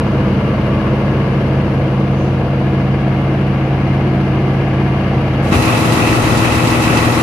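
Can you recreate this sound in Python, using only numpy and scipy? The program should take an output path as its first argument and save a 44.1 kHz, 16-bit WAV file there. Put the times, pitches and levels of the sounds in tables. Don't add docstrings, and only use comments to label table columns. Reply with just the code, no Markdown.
import sys
import numpy as np
from scipy import signal
from scipy.fft import rfft, irfft
from scipy.io import wavfile
from scipy.ndimage import uniform_filter1d

SR = 44100
rng = np.random.default_rng(int(sys.argv[2]) if len(sys.argv) > 2 else 0)


def store_wav(level_fs):
    pcm = np.round(np.clip(np.atleast_2d(level_fs), -1, 1) * 32767)
    wavfile.write(sys.argv[1], SR, pcm.T.astype(np.int16))


N = 318402

YARD_CYCLE_HZ, HALL_CYCLE_HZ = 15.0, 6.667

# (multiple of cycle rate, level in line with doors [dB], change furthest aside [dB])
YARD_EXHAUST_LINES = [(2, -52, 1.5), (3, -38.5, 1), (4, -25.5, -2.5), (5, -32, 0), (6, -23.5, 0),
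                      (7, -31.5, -1.5), (8, -21.5, -8), (9, -18, 4.5), (12, -31, -5.5), (13, -34, -2.5),
                      (14, -20, -9), (15, -30.5, 3.5), (16, -29.5, -1), (17, -30, -14), (18, -37, 0),
                      (20, -32, -4.5), (21, -26.5, .5), (22, -39.5, 3), (23, -38, 2.5), (26, -45, -2),
                      (30, -33, -5.5), (31, -34.5, 0), (32, -38.5, -2), (33, -41.5, 2), (35, -38, -1.5),
                      (43, -43.5, 0)]
# (multiple of cycle rate, level [dB])
HALL_BLOCK_LINES = [(6, -35.5), (9, -46), (15, -36), (16, -24), (17, -24), (18, -18), (20, -31),
                    (22, -27.5), (24, -31), (26, -36), (27, -33), (34, -41), (36, -20), (42, -26.5),
                    (45, -30.5), (48, -21.5), (49, -27.5), (51, -30), (58, -31), (63, -42), (67, -37),
                    (72, -33.5), (76, -28), (81, -34), (90, -42), (108, -32), (110, -37), (117, -39),
                    (123, -37), (126, -29.3), (138, -40), (160, -38), (166, -32), (174, -34.5), (198, -38)]
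YARD_DELAY_CYCLES = (.08, .213)
HALL_DELAY_CYCLES = (.5, .3333)
# (frequency [Hz], level [dB])
YARD_FAN_TONES = [(192, -24), (384, -39)]
HALL_FAN_TONES = [(67.5, -32), (85.5, -25.5)]
# (frequency [Hz], level [dB])
YARD_GEAR_TONES = [(959, -46), (1080, -45.5), (1158, -41.5), (1319, -58.5), (1692, -54)]
# (frequency [Hz], density [dB per Hz])
YARD_ROAR_SPECTRUM = [(32, -75), (75, -47), (115, -46.5), (148, -39), (175, -48.5), (260, -47.5),
                      (335, -42.5), (420, -53.5), (690, -48.5), (850, -54.5), (1400, -60), (1900, -66),
                      (2850, -65.5), (3500, -76.5), (4700, -80), (7700, -101), (12500, -100)]
HALL_AIR_SPECTRUM = [(28, -62), (70, -42.5), (150, -40), (205, -43), (270, -42.5), (320, -42), (450, -50.5),
                     (900, -55), (1300, -55.5), (1650, -60), (1950, -58), (2600, -56.5), (3500, -63.5),
                     (4700, -68), (7000, -71), (12000, -81)]
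# (frequency [Hz], density [dB per Hz])
YARD_CLATTER_SPECTRUM = [(200, -76), (400, -54.5), (600, -58.5), (850, -61), (1400, -69), (2700, -75),
                         (3600, -104.5)]
# (frequency [Hz], density [dB per Hz])
HALL_CLATTER_SPECTRUM = [(28, -71.5), (70, -59), (160, -54), (300, -54), (420, -49.5), (600, -48),
                         (800, -49.5), (950, -49), (1150, -52.5), (1340, -52), (1600, -62.5), (1950, -59.5),
                         (2300, -60), (2600, -61.5), (4000, -76.5)]
# (frequency [Hz], width [Hz], lift [dB])
YARD_COVER_RINGS = [(492, 80, 4.5), (1663, 73, 4), (2136, 240, 4), (6220, 620, 4.5), (10440, 1950, 6.5)]
HALL_COVER_RINGS = [(1950, 100, 6.1), (2576, 120, 3.4), (2635, 78, 3.2), (4080, 740, 4.1), (5200, 440, 2.9),
                    (6350, 450, 2.8), (10600, 3600, 5.2)]
# (frequency [Hz], side minus mid [dB], left minus right [dB])
YARD_STEREO = [(35, -18, 0), (55, -14, 0), (95, -28, .2), (160, -27, 0), (250, -23, .2), (340, -16, .5),
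               (470, -13.5, .5), (620, -17, .5), (880, -12, 1), (1170, -6, 2), (1700, -2, 4),
               (2400, -2.5, 4.5), (3900, 0, 4), (12000, 0, 4)]
HALL_STEREO = [(60, -17, 2.2), (120, -15.5, 2.4), (165, -11.5, 2.5), (240, -14, 2.5), (330, -14.5, 2.5),
               (450, -9.5, 2.5), (600, -6, 2.5), (840, -5.5, 2.8), (1250, .5, 3.2), (2200, -1, .5),
               (5000, 0, -1.4), (11000, .3, 1.4)]
EXHAUST_STEREO = [(45, -32, .2), (135, -43, .2), (210, -31, .2), (320, -18, .3), (500, -14, .5)]
YARD_KNOCK_SIZES_DB = [11, 13, -13, -21.5, 2.5, -1.5]
# (share of cycle, strength in mids [dB], strength in treble [dB])
HALL_STROKE_ANGLES = [(.006, 7, -9), (.158, 2, -9), (.33, 1, 1), (0.485, -1, 11), (.59, -1, -1),
                      (.68, -12, 6), (.845, 8, -9), (.965, 1, -12)]
# (time [s], 0 in line with doors to 1 furthest aside)
LISTENER_ASIDE = [(0, 0.12), (.8, 0.059), (2.2, 0.77), (4.3, 0.89), (5.4, 0.53)]
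# (in line [dB], furthest aside [dB])
ROAR_ASIDE_DB = (1.05, -2.5)
WHINE_ASIDE_DB = (5, -1)
HUM_ASIDE_DB = (1.5, 2.8)
# (time [s], level [dB])
YARD_TREBLE_LEVEL = [(0, 0), (1.3, -0.4), (2.2, -1.7), (3.3, -1.5), (4.7, -0.6), (5.4, 0.7)]
# (frequency [Hz], width [Hz])
YARD_LIFT_BANDS = [(372, 49), (485, 96), (755, 140), (2080, 910)]
HALL_LIFT_BANDS = [(1960, 250), (2620, 370)]
# (time [s], then level [dB] of each of four bands, low to high)
YARD_LIFT_LEVELS = [(0, -5, 2.5, -6, -2), (1.2, 1.5, 4.5, -5, -0.5), (2.1, -1.5, 3.5, -1, -2.5),
                    (3.1, 0, -1, 2, 1), (4.5, 9.5, -6.5, 2.5, 1), (5.4, -1, 1.5, 1.5, 1)]
# (time [s], lower band level [dB], upper band level [dB])
HALL_LIFT_LEVELS = [(5.5, 0, -7), (5.66, -2, 6.5), (5.92, -2, -4), (6.06, 2, 9), (6.24, 1, -7), (6.5, 0, 4),
                    (6.62, 0, 1), (6.88, 1, 3), (7.2, 3, -7)]
# (time [s], half length [s], lift [dB])
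YARD_HUM_SWELL = (0.31, 0.15, 5.6)
# (time [s], half length [s], lift [dB])
HALL_RUMBLE_SWELLS = [(5.57, 0.025, 9.5), (6.25, 0.18, 6)]
# (time [s], half length [s], frequency [Hz], width [Hz], level [dB])
YARD_WISP = (2.23, .09, 6050, 450, -48.5)

GEAR_HUNT_SHARE, GEAR_WAVER_SHARE, GEAR_FLUTTER_HZ = .0016, .5, 18
YARD_TREBLE_THROB, HALL_RATTLE_THROB, HALL_CLATTER_THROB = .55, .95, .5
YARD_GRAIN_DB, HALL_AIR_FLICKER_DB, HALL_RATTLE_FLICKER_DB = .8, .6, 1.3
STROKE_DECAY_S, STROKE_SCATTER_DB = .006, 2
HALL_RUMBLE_DB, HALL_TREBLE_DB = -.2, -.7
CUT_S, CUT_RISE_S = 5.505, .024
LEAD_S, LEAD_RISE_S, LEAD_DB = .089, .03, -12
YARD_HOLD_S, YARD_FADE_DB_PER_S = .03, 194
YARD_DB, HALL_DB = -2, -2.5
TOP_HZ = 12900


def undb(db):
    return 10 ** (np.asarray(db) / 20)


def curves(table):
    time_s, *columns = np.transpose(table)
    return [np.interp(np.arange(N) / SR, time_s, c) for c in columns]


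def at(hz, table):
    points_hz, *columns = np.transpose(table)
    return [np.interp(np.log(hz + 1e-6), np.log(points_hz), c) for c in columns]


def walk(rate_hz):
    hold = int(SR / rate_hz)
    steps = np.repeat(rng.standard_normal(N // hold + 2), hold)
    slewed = uniform_filter1d(uniform_filter1d(steps, hold), hold)
    return 1.3 * slewed[:N]


def swell(centre_s, half_length_s, lift_db):
    return lift_db * np.exp(-((np.arange(N) / SR - centre_s) / half_length_s) ** 2)


def ramp(start_s, length_s):
    return np.clip((np.arange(N) / SR - start_s) / length_s, 0, 1)


def aside_gain(ends_db, aside):
    in_line_db, aside_db = ends_db
    return undb(in_line_db + (aside_db - in_line_db) * aside)


def ports(mid, side, hz, field):
    side_db, pan_db = at(hz, field)
    side = side * undb(side_db)
    return np.array([(mid + side) * undb(pan_db / 2), (mid - side) * undb(-pan_db / 2)])


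def colour(pair, spectrum, rings, field):
    hz = np.arange(N // 2 + 1) * SR / N
    db = at(hz, spectrum)[0]
    for centre_hz, width_hz, lift_db in rings:
        db = db + lift_db / (1 + (2 * (hz - centre_hz) / width_hz) ** 2)
    mid, side = rfft(pair) * undb(db) * np.sqrt(SR / 2)
    return irfft(ports(mid, side, hz, field), N)


def split(pair, hz):
    low = signal.sosfiltfilt(signal.butter(2, hz, fs=SR, output="sos"), pair)
    return low, pair - low


def resonate(pair, hz, width_hz):
    return signal.lfilter(*signal.iirpeak(hz, hz / width_hz, fs=SR), pair)


def lift_bands(pair, bands, levels):
    for (hz, width_hz), db in zip(bands, curves(levels)):
        pair = pair + (undb(db) - 1) * resonate(pair, hz, width_hz)
    return pair


def scatter(pair, longest_s, share, count):
    lags = (rng.uniform(.1, 1, (2, count)) * longest_s * SR).astype(int)
    reflected = np.array([sum(np.roll(x, lag) for lag in row) for x, row in zip(pair, lags)])
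    return (pair + share * reflected / np.sqrt(count)) / np.hypot(1, share)


def crank(hz, hunt):
    return np.cumsum(hz * (1 + hunt * walk(5))) / SR


def tone(turns, hz, db, field, waver, flutter_hz=6):
    diffuse = np.exp(2j * np.pi * rng.random())
    wavering = 1 + waver * (walk(flutter_hz) + 1j * walk(flutter_hz))
    line = np.sqrt(2) * undb(db) * np.exp(2j * np.pi * turns) * wavering
    return ports(line.real, (line * diffuse).real, hz, field)


def order_line(turns, multiple, cycle_hz, db, delay, field, waver):
    multiple = round(multiple)
    lag, further_lag = delay
    delayed = turns - lag - further_lag * multiple
    return tone(multiple * delayed, multiple * cycle_hz, db, field, waver)


def knocks(turns, sizes_db, decay, depth):
    firing = turns * len(sizes_db)
    size = undb(sizes_db)[firing.astype(int) % len(sizes_db)]
    envelope = 1 + depth * size * np.exp(-(firing % 1) / decay)
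    return envelope / np.sqrt(np.mean(envelope ** 2))


def strokes(turns, sizes_db, depth):
    envelope = 1
    for (angle, *_), db in zip(HALL_STROKE_ANGLES, sizes_db):
        since = turns - angle + 1
        cycle_sizes = undb(db + STROKE_SCATTER_DB * rng.standard_normal(64))
        size = cycle_sizes[since.astype(int)]
        envelope = envelope + depth * size * np.exp(-(since % 1) / HALL_CYCLE_HZ / STROKE_DECAY_S)
    return envelope / np.sqrt(np.mean(envelope ** 2))


def impacts(turns, cycle_hz, orders):
    size = 2 * int(SR / cycle_hz / 2)
    lines = np.exp(2j * np.pi * rng.random((2, size // 2 + 1)))
    lines[0, [round(k) for k, *_ in orders]] = 0
    cycles = irfft(lines) * np.sqrt(size)
    return np.array([np.interp(turns % 1 * size, np.arange(size), cycle) for cycle in cycles])


def wisp(centre_s, half_length_s, hz, width_hz, db):
    band = resonate(rng.standard_normal((2, N)), hz, width_hz)
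    return undb(db) * band / band.std() * np.exp(-((np.arange(N) / SR - centre_s) / half_length_s) ** 2)


def yard_clatter(turns, throb):
    grain = undb(YARD_GRAIN_DB * walk(120))
    pulsed = impacts(turns, YARD_CYCLE_HZ, YARD_EXHAUST_LINES) * throb * grain
    return colour(pulsed, YARD_CLATTER_SPECTRUM, YARD_COVER_RINGS, YARD_STEREO)


def yard_noise(turns, aside):
    throb = knocks(turns, YARD_KNOCK_SIZES_DB, decay=.51, depth=.16)
    white = rng.standard_normal((2, N))
    low, treble = split(colour(white, YARD_ROAR_SPECTRUM, YARD_COVER_RINGS, YARD_STEREO), hz=1490)
    rumble, body = split(low * uniform_filter1d(throb, size=150), hz=370)
    treble = scatter(treble * throb ** YARD_TREBLE_THROB, longest_s=.015, share=.47, count=8)
    treble = treble * undb(curves(YARD_TREBLE_LEVEL)[0])
    beamed = (body + yard_clatter(turns, throb)) * aside_gain(ROAR_ASIDE_DB, aside)
    return rumble + lift_bands(beamed + treble, YARD_LIFT_BANDS, YARD_LIFT_LEVELS)


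def yard_fans(aside):
    hum = sum(tone(crank(hz, hunt=.0014), hz, db, YARD_STEREO, waver=.19) for hz, db in YARD_FAN_TONES)
    return hum * aside_gain(HUM_ASIDE_DB, aside) * undb(swell(*YARD_HUM_SWELL))


def yard_gears(aside):
    whine = sum(tone(crank(hz, GEAR_HUNT_SHARE), hz, db, YARD_STEREO, GEAR_WAVER_SHARE, GEAR_FLUTTER_HZ)
                for hz, db in YARD_GEAR_TONES)
    return whine * aside_gain(WHINE_ASIDE_DB, aside)


def yard_exhaust(turns, aside):
    return sum(order_line(turns, k, YARD_CYCLE_HZ, db + change_db * aside,
                          YARD_DELAY_CYCLES, EXHAUST_STEREO, waver=.049)
               for k, db, change_db in YARD_EXHAUST_LINES)


def hall_air(mids, treble):
    air = rng.standard_normal((2, N)) * undb(HALL_AIR_FLICKER_DB * walk(25))
    low, high = split(colour(air, HALL_AIR_SPECTRUM, HALL_COVER_RINGS, HALL_STEREO), hz=150)
    body, high = split(high, hz=1590)
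    rattle, high = split(high, hz=3200)
    rumble = low * undb(HALL_RUMBLE_DB + sum(swell(*row) for row in HALL_RUMBLE_SWELLS))
    rattle = rattle * mids ** HALL_RATTLE_THROB * undb(HALL_RATTLE_FLICKER_DB * walk(60))
    rattle = lift_bands(rattle, HALL_LIFT_BANDS, HALL_LIFT_LEVELS)
    high = scatter(high * treble, longest_s=.014, share=.97, count=12)
    return rumble + body + rattle + high * undb(HALL_TREBLE_DB)


def hall_fans():
    return sum(tone(crank(hz, hunt=.0019), hz, db, HALL_STEREO, waver=.18) for hz, db in HALL_FAN_TONES)


def hall_clatter(turns, mids):
    pulsed = impacts(turns, HALL_CYCLE_HZ, HALL_BLOCK_LINES) * mids ** HALL_CLATTER_THROB
    return colour(pulsed, HALL_CLATTER_SPECTRUM, HALL_COVER_RINGS, HALL_STEREO)


def hall_block(turns):
    return sum(order_line(turns, k, HALL_CYCLE_HZ, db, HALL_DELAY_CYCLES, HALL_STEREO, waver=.023)
               for k, db in HALL_BLOCK_LINES)


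def yard():
    aside = curves(LISTENER_ASIDE)[0]
    turns = crank(YARD_CYCLE_HZ, hunt=.000694)
    background = yard_noise(turns, aside) + wisp(*YARD_WISP)
    return background + yard_fans(aside) + yard_gears(aside) + yard_exhaust(turns, aside)


def engine_room():
    turns = crank(HALL_CYCLE_HZ, hunt=.00042)
    _, mids_db, treble_db = np.transpose(HALL_STROKE_ANGLES)
    mids = strokes(turns, mids_db, depth=.59)
    treble = strokes(turns, treble_db, depth=.46)
    return hall_air(mids, treble) + hall_fans() + hall_clatter(turns, mids) + hall_block(turns)


def scene():
    fading_s = np.maximum(np.arange(N) / SR - CUT_S - YARD_HOLD_S, 0)
    yard_gain = undb(YARD_DB - YARD_FADE_DB_PER_S * fading_s)
    lead_in = undb(LEAD_DB) * ramp(CUT_S - LEAD_S, LEAD_RISE_S)
    hall_gain = undb(HALL_DB) * np.maximum(lead_in, ramp(CUT_S, CUT_RISE_S))
    return yard() * yard_gain + engine_room() * hall_gain


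def record(dry):
    rounded = dry / (1 + dry ** 8) ** (1 / 8)
    return signal.sosfilt(signal.ellip(10, .2, 70, TOP_HZ, fs=SR, output="sos"), rounded)


dry = scene()
out = record(dry)
store_wav(out)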